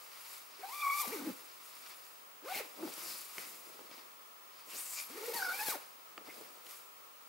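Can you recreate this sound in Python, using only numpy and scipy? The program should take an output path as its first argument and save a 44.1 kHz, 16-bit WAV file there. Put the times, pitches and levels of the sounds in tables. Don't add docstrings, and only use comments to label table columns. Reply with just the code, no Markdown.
import sys
import numpy as np
from scipy import signal
from scipy.fft import rfft, irfft, next_fast_len
from scipy.io import wavfile
from scipy.ndimage import map_coordinates

SR = 44100
rng = np.random.default_rng(int(sys.argv[2]) if len(sys.argv) > 2 else 0)


def master_out(mix):
    frames = np.transpose(np.atleast_2d(mix))
    ceiling = np.clip(frames, -1, 1)
    pcm = np.round(ceiling * 32767).astype(np.int16)
    wavfile.write(sys.argv[1], SR, pcm)


N = 321351
TOP_HZ = 15800


def amp(db):
    return 10 ** (np.asarray(db) / 20)


def unit(x):
    return x / np.sqrt(np.mean(x ** 2) + 1e-20)


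def along(points, hz):
    f, v = np.transpose(points)
    return np.interp(np.log(hz + 1), np.log(f + 1), v)


def curve(rows, axis):
    columns = np.transpose(rows)
    return np.interp(np.arange(N) / SR, columns[0], columns[axis])


def wobble(rate):
    points = rng.standard_normal(int(N * rate / SR) + 4)
    return map_coordinates(points, [np.arange(N) * rate / SR])


def filtered(x, response):
    m = next_fast_len(N + SR // 4)
    hz = np.fft.rfftfreq(m, 1 / SR)
    return irfft(rfft(x, m) * response(hz), m)[..., :N]


def coloured(pair, spectrum, alike):
    def mid_side(hz):
        turn = np.arccos(np.clip(along(alike, hz), -1, 1)) / 2
        return amp(along(spectrum, hz)) * [np.cos(turn), np.sin(turn)]

    mid, side = filtered(pair, mid_side)
    return unit(np.array([mid + side, mid - side]))


def during(rows):
    fade_s = 0.014
    t = np.arange(N) / SR
    inside_s = np.minimum(t - rows[0][0], rows[-1][0] - t)
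    return np.clip(1 + inside_s / fade_s, 0, 1)


def swell(peak_s, rise_s, fall_s):
    loss_db, roundness = 10, 1.32
    gain = np.zeros(N)
    start = max(0, int((peak_s - 4 * rise_s) * SR))
    stop = min(N, int((peak_s + 4 * fall_s) * SR))
    near = np.arange(start, stop)
    t = near / SR - peak_s
    gain[near] = amp(-loss_db * np.maximum(-t / rise_s, t / fall_s) ** roundness)
    return gain


def movements(rows, axis):
    return np.sqrt(sum((amp(row[axis]) * swell(*row[:3])) ** 2 for row in rows))


# (frequency [Hz], relative level per Hz [dB])
HUSH_COLOUR = [(15, -63), (25, -37), (187, -18.5), (258, -11.5), (329, -10.5), (387, -5.5), (717, -5),
               (1130, -9), (2270, -7.5), (3400, -12), (7610, -16), (9440, -16), (10800, -15.5),
               (14100, -17), (15300, -8.5)]
# (frequency [Hz], coherence [-1 to 1])
HUSH_LIKENESS = [(60, 0.015), (150, 0.25), (380, -0.24), (950, -0.3), (2380, -0.2), (5980, 0.15),
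                 (15000, 0.39)]


def night():
    hush = coloured(rng.standard_normal((2, N)), HUSH_COLOUR, HUSH_LIKENESS)
    hush_gain = amp(-55 + 0.3 * wobble(11))
    hollow_colour = [(600, -42), (950, -9.5), (1150, -8.0), (1350, -7.5), (1700, -53)]
    hollow = coloured(rng.standard_normal((2, N)), hollow_colour, HUSH_LIKENESS)
    return hush_gain * hush + amp(-62.0) * hollow


# (frequency [Hz], time to fall by 60 dB [s])
SCATTER_TIMES = [(200, 0.22), (1200, 0.71), (4000, 0.3), (14000, 0.096)]


def clearing(x):
    hz, t, z = signal.stft(rng.standard_normal((2, SR // 3)), SR, nperseg=256)
    decay = amp(-60 * t / along(SCATTER_TIMES, hz)[:, None])
    tail = signal.istft(z * decay, SR, nperseg=256)[1]
    tail = tail / np.linalg.norm(tail[0])
    return signal.fftconvolve(x.mean(0)[None], tail, axes=1)[:, :N]


# (frequency [Hz], coherence [-1 to 1])
TENT_LIKENESS = [(200, 0.9), (1100, 0.36), (2400, 0.43), (5000, 0.72), (12000, 0.86)]


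def rubbing(spectrum, grain_db, flutter_db):
    level_db = grain_db * wobble(1400) + flutter_db * wobble(60)
    slips = rng.standard_normal((2, N)) * amp(level_db)
    return coloured(slips, spectrum, TENT_LIKENESS)


# (peak time [s], rise time [s], fall time [s], swish level [dB], sheen level [dB])
NYLON_SLIDES = [(0.02, .1, .1, -62.5, -61), (0.156, 0.19, 0.18, -57.5, -58.5),
                (0.335, 0.16, 0.12, -54, -52.5), (0.55, .2, 0.22, -60.5, -63.5),
                (1.34, 0.16, 0.48, -58, -57.5), (1.67, 0.068, 0.21, -59.5, -58.5),
                (1.9, 0.18, 0.11, -56, -56.5), (2.05, 0.099, .15, -62.5, -60),
                (2.67, 0.081, .15, -60, -58.5), (2.92, 0.15, 0.24, -53, -59),
                (3.09, 0.19, 0.23, -50.5, -45), (3.4, 0.11, 0.24, -53, -50),
                (3.72, 0.17, 0.4, -61.5, -62.5), (3.96, 0.073, 0.1, -57, -63.5),
                (4.6, 0.085, 0.086, -60.5, -63), (4.71, 0.034, .08, -53, -51.5),
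                (4.785, 0.068, 0.17, -52, -44.5), (4.93, .09, 0.11, -55.5, -45),
                (5.0, .06, 0.067, -49.5, -46), (5.11, 0.073, 0.12, -59.5, -56), (5.79, .05, 0.15, -58, -58),
                (6.27, .025, 0.096, -59, -62), (6.345, .06, 0.27, -59.5, -58), (6.67, 0.022, .05, -61, -58),
                (6.715, 0.053, 0.12, -57.5, -53.5)]
# (peak time [s], rise time [s], fall time [s], rustle level [dB])
FLOOR_SHIFTS = [(2.56, 0.0093, 0.044, -49), (2.835, 0.067, 0.033, -48.5), (2.885, 0.021, 0.044, -51),
                (3.08, 0.36, .13, -60.5), (3.385, .03, 0.16, -59), (3.8, 0.32, 0.2, -62),
                (4.74, 0.078, 0.071, -60.5), (5.35, .015, .015, -47.5), (5.475, .025, .05, -59),
                (6.185, .01, 0.061, -57), (6.28, .04, .05, -55), (6.41, 0.17, 0.15, -59),
                (6.665, 0.033, .1, -64)]
# (frequency [Hz], relative level per Hz [dB])
SWISH_COLOUR = [(300, -17), (700, -6.5), (1150, 2), (1650, -4.5), (2300, 1), (3200, -4.5), (5000, -0.5),
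                (6300, -9), (9000, -22)]
# (frequency [Hz], relative level per Hz [dB])
SHEEN_COLOUR = [(3000, -46), (5500, -6), (7300, -1.5), (10000, -1), (12800, 0), (15500, -5)]
# (frequency [Hz], relative level per Hz [dB])
RUSTLE_COLOUR = [(40, -19), (110, -19), (200, -4.5), (350, 3), (600, 1.5), (1000, -7), (2000, -24.5)]


def nylon():
    swish = movements(NYLON_SLIDES, axis=3) * rubbing(SWISH_COLOUR, grain_db=2.0, flutter_db=1.47)
    sheen = movements(NYLON_SLIDES, axis=4) * rubbing(SHEEN_COLOUR, grain_db=1.0, flutter_db=1.2)
    rustle = movements(FLOOR_SHIFTS, axis=3) * rubbing(RUSTLE_COLOUR, grain_db=1.0, flutter_db=3.5)
    return swish + sheen + rustle


# (peak time [s], rise time [s], fall time [s], level [dB],
# pitch at the peak [Hz], glide [Hz per s], unevenness [share of the pitch])
SHORT_WHISTLES = [(2.55, .015, .02, -43, 2153, 0, .08), (2.57, 0.066, .04, -46, 2348, -1500, .19),
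                  (3.09, 0.07, .12, -50, 4960, -3000, .12), (3.41, .05, .05, -55.5, 2080, 0.5, .08),
                  (4.72, 0.022, .04, -56, 2800, 0, .11), (4.995, 0.044, .025, -49.5, 2365, 2001, .08),
                  (4.99, .05, 0.031, -49, 4890, 0, .1), (5.435, 0.019, 0.064, -48.5, 5300, -11000, 0.098),
                  (6.303, .017, .017, -51.5, 2140, 5998, 0.1)]
# (time [s], thread rate [Hz], level [dB])
DOOR_SWEEP = [(4.75, 4170, -56), (4.79, 8500, -48), (4.82, 9500, -48.5), (4.86, 7500, -55),
              (4.92, 8050, -50), (4.995, 6430, -50), (5.04, 12500, -54), (5.07, 12000, -55)]


def whistles():
    t, waver = np.arange(N) / SR, wobble(1600)
    flicker = unit(amp(2.6 * wobble(900)))

    def whistle(hz, uneven):
        cycles = np.cumsum(hz * (1 + uneven * waver)) / SR
        return np.sqrt(2) * np.sin(2 * np.pi * cycles)

    sweep_gain = during(DOOR_SWEEP) * amp(curve(DOOR_SWEEP, axis=2))
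    total = sweep_gain * whistle(curve(DOOR_SWEEP, axis=1), uneven=0.0755)
    for s, rise, fall, db, hz, glide, uneven in SHORT_WHISTLES:
        total += amp(db) * swell(s, rise, fall) * whistle(hz + glide * (t - s), uneven)
    return flicker * total


# (time [s], ring level [dB], ring pitch [Hz], low thud level [dB])
GEAR_KNOCKS = [(2.827, -39, 450, -53), (2.863, -43, 450, -52), (2.8773, -34, 448, -50),
               (3.382, -31.5, 2205, -53), (3.792, -41.5, 910, -61), (3.913, -46.5, 2380, -54),
               (3.94, -55, 2000, -58), (3.98, -48, 2197, -55), (5.685, -27, 474.5, -60),
               (6.178, -35, 1230, -49), (6.666, -45.5, 3070, -62)]
# (time [s], level before a 5.5 dB cut [dB])
CLOTH_SNAPS = [(1.0144, -38), (1.7522, -42), (2.938, -34.5), (5.6828, -25.5)]
# (multiple of its ring pitch, level [dB], time to fall by 60 dB [s])
RING_MODES = [(.7, -15.5, .018), (1, 2, 0.0097), (1.35, -3, 0.012), (2.3, -7.5, .008)]


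def taps():
    out, t = np.zeros(N + SR), np.arange(SR // 8) / SR

    def burst(lo_hz, hi_hz):
        band = signal.butter(2, [lo_hz, min(hi_hz, TOP_HZ)], "band", fs=SR, output="sos")
        return unit(signal.sosfilt(band, rng.standard_normal(len(t))))

    for s, db, hz, thud_db in GEAR_KNOCKS:
        ring = np.zeros(len(t))
        for ratio, mode_db, t60 in RING_MODES:
            chance_db = rng.normal(0, 0.88)
            ring += amp(mode_db + chance_db - 60 * t / t60) * np.sin(2 * np.pi * hz * ratio * t)
        ring *= 1 - np.exp(-1.3 * hz * t)
        crack = 0.5 * amp(-60 * t / 0.0077) * burst(hz * 0.66, hz * 3)
        thud = amp(thud_db + 1.5 - 60 * t / 0.05) * burst(lo_hz=209, hi_hz=680)
        out[round(s * SR):][:len(t)] += amp(db + 1.0) * (ring + crack) + thud
    for s, db in CLOTH_SNAPS:
        snap = amp(db - 5.5 - 60 * t / 0.016) * burst(lo_hz=4950, hi_hz=15140)
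        out[round(s * SR):][:len(t)] += snap
    return out[:N]


# (time [s], teeth per second [Hz], panel tone level [dB], sizzle level [dB])
ZIPPER_PULLS = [ (-7.5, -46.5, [(0.595, 380, -63, -66), (0.623, 430, -61, -63), (0.635, 759.8, -48, -62),
                (0.651, 784.2, -41.5, -61), (0.672, 809, -57.5, -58.5), (0.75, 1172, -46, -49.5),
                (0.818, 1183, -45, -49.5), (0.831, 1140, -35, -49), (0.895, 1112, -34.5, -49.5),
                (0.965, 1160, -40.5, -44), (1.012, 1167, -37, -36), (1.04, 949, -47, -45),
                (1.063, 481, -52, -46)]), (-11, -46.5, [(1.078, 230, -50, -41.5), (1.105, 250, -51.5, -50),
                (1.138, 480, -40.5, -47), (1.178, 290, -49.5, -52), (1.24, 285, -48, -57.5),
                (1.28, 330, -40.5, -54.5), (1.32, 175.6, -48.5, -62), (1.332, 150.2, -70, -68)]),
                (-3.5, -46.5, [(2.435, 260.5, -59.5, -81), (2.46, 459.3, -47, -63),
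                (2.5, 719.5, -46.5, -51), (2.53, 811, -43, -53), (2.555, 700.4, -63, -43.5),
                (2.582, 900, -54, -44), (2.612, 428, -46.5, -54.5), (2.63, 379, -62, -61),
                (2.66, 331, -63, -66)]), (-4, -65, [(2.775, 279.6, -65, -63), (2.815, 311.4, -53, -72),
                (2.833, 318.4, -43, -70), (2.852, 305.5, -42, -62), (2.87, 200, -52, -58),
                (2.9, 250, -59, -53)]), (-10, -50.5, [(5.1, 229.7, -62, -61), (5.16, 350.4, -52.5, -60.5),
                (5.175, 470, -49, -54), (5.205, 380, -52, -58), (5.24, 470, -44.5, -52),
                (5.265, 480, -57, -49.5), (5.292, 490.3, -37, -50.5), (5.322, 439.5, -48, -51)]),
                (14.5, -45, [(5.338, 899, -49, -44), (5.358, 978, -41.5, -42.5),
                (5.39, 829.7, -45.5, -43.5), (5.425, 760, -37.5, -47.5), (5.49, 713, -39, -50),
                (5.545, 770, -41, -47), (5.565, 807, -56, -47.5), (5.612, 847, -39.5, -42.5),
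                (5.645, 930.5, -51, -43), (5.705, 770, -46.5, -37), (5.756, 319.2, -42.5, -49.5),
                (5.785, 219.7, -64, -66)])]
# (frequency [Hz], level [dB])
PANEL_RESPONSE = [(160, -21.5), (320, 0.5), (480, 1.5), (620, -8), (830, 1), (960, -1.5), (1140, -2),
                  (1480, -4.5), (1650, -10.5), (1950, -18.5), (2120, 3), (2300, 3.5)]


def pulling():
    rasp_follows = 0.46
    rows = []
    for octave_db, loudest_db, course in ZIPPER_PULLS:
        hardest_db = max(row[-1] for row in course)
        for s, hz, tone_db, sizzle_db in course:
            rasp_db = loudest_db + rasp_follows * (sizzle_db - hardest_db)
            rows.append((s, hz, tone_db, sizzle_db, octave_db, rasp_db))
    speed, tone_db, sizzle_db, octave_db, rasp_db = [curve(rows, axis=k) for k in range(1, 6)]
    moving = np.max([during(course) for _, _, course in ZIPPER_PULLS], axis=0)
    octave = amp(octave_db + along(PANEL_RESPONSE, 2 * speed) - along(PANEL_RESPONSE, speed))
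    first = moving * amp(tone_db) / np.hypot(1, octave)
    return speed, first, first * octave, moving * amp(rasp_db), moving * amp(sizzle_db)


def tooth_clicks(travel, scatter, size_db):
    teeth = np.arange(1, int(travel[-1]))
    chance = rng.standard_normal((len(teeth), 2))
    at = np.interp(teeth + scatter * chance[:, 0], travel, np.arange(N))
    nearby = np.clip(at.astype(int)[:, None] + np.arange(-7, 9), 0, N - 1)
    clicks = amp(size_db * chance[:, 1:]) * np.sinc(nearby - at[:, None])
    return np.bincount(nearby.ravel(), clicks.ravel(), N)


# (frequency [Hz], level [dB])
SLIDER_RESPONSE = [(500, -3), (1400, 1), (2350, 3), (2750, -5.5), (3500, -3), (4350, 4), (5200, -3.5),
                   (7000, -18)]


def tooth_overtones(phase, drift):
    partials = np.zeros(N)
    for k in range(3, 7):
        gain = amp(4.1 * (k % 2) + 5.9 * wobble(70))
        partials += gain * np.sin(k * phase + drift * wobble(300))
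    return filtered(unit(partials), lambda hz: amp(along(SLIDER_RESPONSE, hz)))


# (resonance [Hz], width [Hz], level [dB])
DOOR_RESONANCES = [(331, 95, 0), (505, 130, 2.5), (850, 200, -5.5), (1124, 560, -9.5)]


def drumhead(scrape, speed):
    outrun = 1.41
    hz, width, db = np.transpose(DOOR_RESONANCES)[:, :, None]

    def resonance(f):
        damping = 1j * f * width
        return amp(db) * (damping / (hz * hz - f * f + damping)) ** 2

    rings = filtered(scrape, resonance)
    heard = rings / (1 + (speed / (outrun * hz)) ** 6)
    return np.sum(heard, axis=0) / rings.sum(0).std()


# (frequency [Hz], relative level per Hz [dB])
RASP_COLOUR = [(100, -13), (280, -2), (500, 7), (800, 4.5), (1300, -1), (1700, -0.5), (2200, 7.5),
               (3100, -1), (4400, 2), (6200, -5.5), (9000, -11)]
# (frequency [Hz], relative level per Hz [dB])
SIZZLE_COLOUR = [(2500, -27), (5000, -5.5), (7000, -4), (9000, -1.5), (11300, 2), (11700, 4.5), (12100, 0),
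                 (13500, 4), (15500, -4.5)]


def zipper():
    speed, first_gain, second_gain, rasp_gain, sizzle_gain = pulling()
    stick_slip = 36 / (1 + speed / 1000) * wobble(240)
    rate = speed * (1 + .008 * wobble(110)) + stick_slip
    travel = np.cumsum(np.abs(rate)) / SR
    phase = 2 * np.pi * travel
    first = first_gain * amp(0.77 + 2.5 * wobble(130)) * np.sin(phase)
    second = second_gain * amp(-3.0 + 3.9 * wobble(150)) * np.sin(2 * phase + 0.4 * wobble(300))
    bite = rasp_gain * amp(-7.0) + sizzle_gain * amp(-12.5) * speed / 900
    overtones = bite * tooth_overtones(phase, drift=0.54)
    panel = np.sqrt(2) * (first + second) + overtones
    clicks = np.array([tooth_clicks(travel, scatter=0.0495, size_db=2.0) for _ in range(2)])
    clicks *= np.sqrt(SR / speed)
    scrape = unit(np.exp(-1.0 * (travel % 1))) * rng.standard_normal((2, N))
    teeth = (0.5 * clicks + scrape) * amp(1.05 * wobble(110))
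    bass_hz, skim_hz = 634, 950
    rasp = coloured(teeth, RASP_COLOUR, TENT_LIKENESS)
    bass = filtered(rasp, lambda hz: 1 / (1 + (hz / bass_hz) ** 8))
    rasp = rasp_gain * (rasp - bass / (1 + (skim_hz / speed) ** 10))
    sizzle = sizzle_gain * coloured(teeth, SIZZLE_COLOUR, TENT_LIKENESS)
    drum = np.hypot(first_gain, second_gain) * amp(-12) * drumhead(scrape[0], speed)
    return panel + rasp + sizzle + drum


def scene():
    left_db = [(200, 0.55), (2000, 0.61), (8000, 1.4)]
    bass_db = [(30, -7), (100, -5), (200, 0)]

    def placed(hz):
        return amp(along(left_db, hz) * np.array([[1], [-1]]) + along(bass_db, hz))

    tent = filtered(nylon() + whistles() + taps() + zipper(), placed)
    return night() * amp([[.9], [-.9]]) + amp(-12) * clearing(tent) + tent


def record(dry):
    whine = amp(-63) * np.sqrt(2) * np.sin(2 * np.pi * 15625 * np.arange(N) / SR)
    return filtered(dry + whine, lambda hz: hz < TOP_HZ)


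dry = scene()
out = record(dry)
master_out(out)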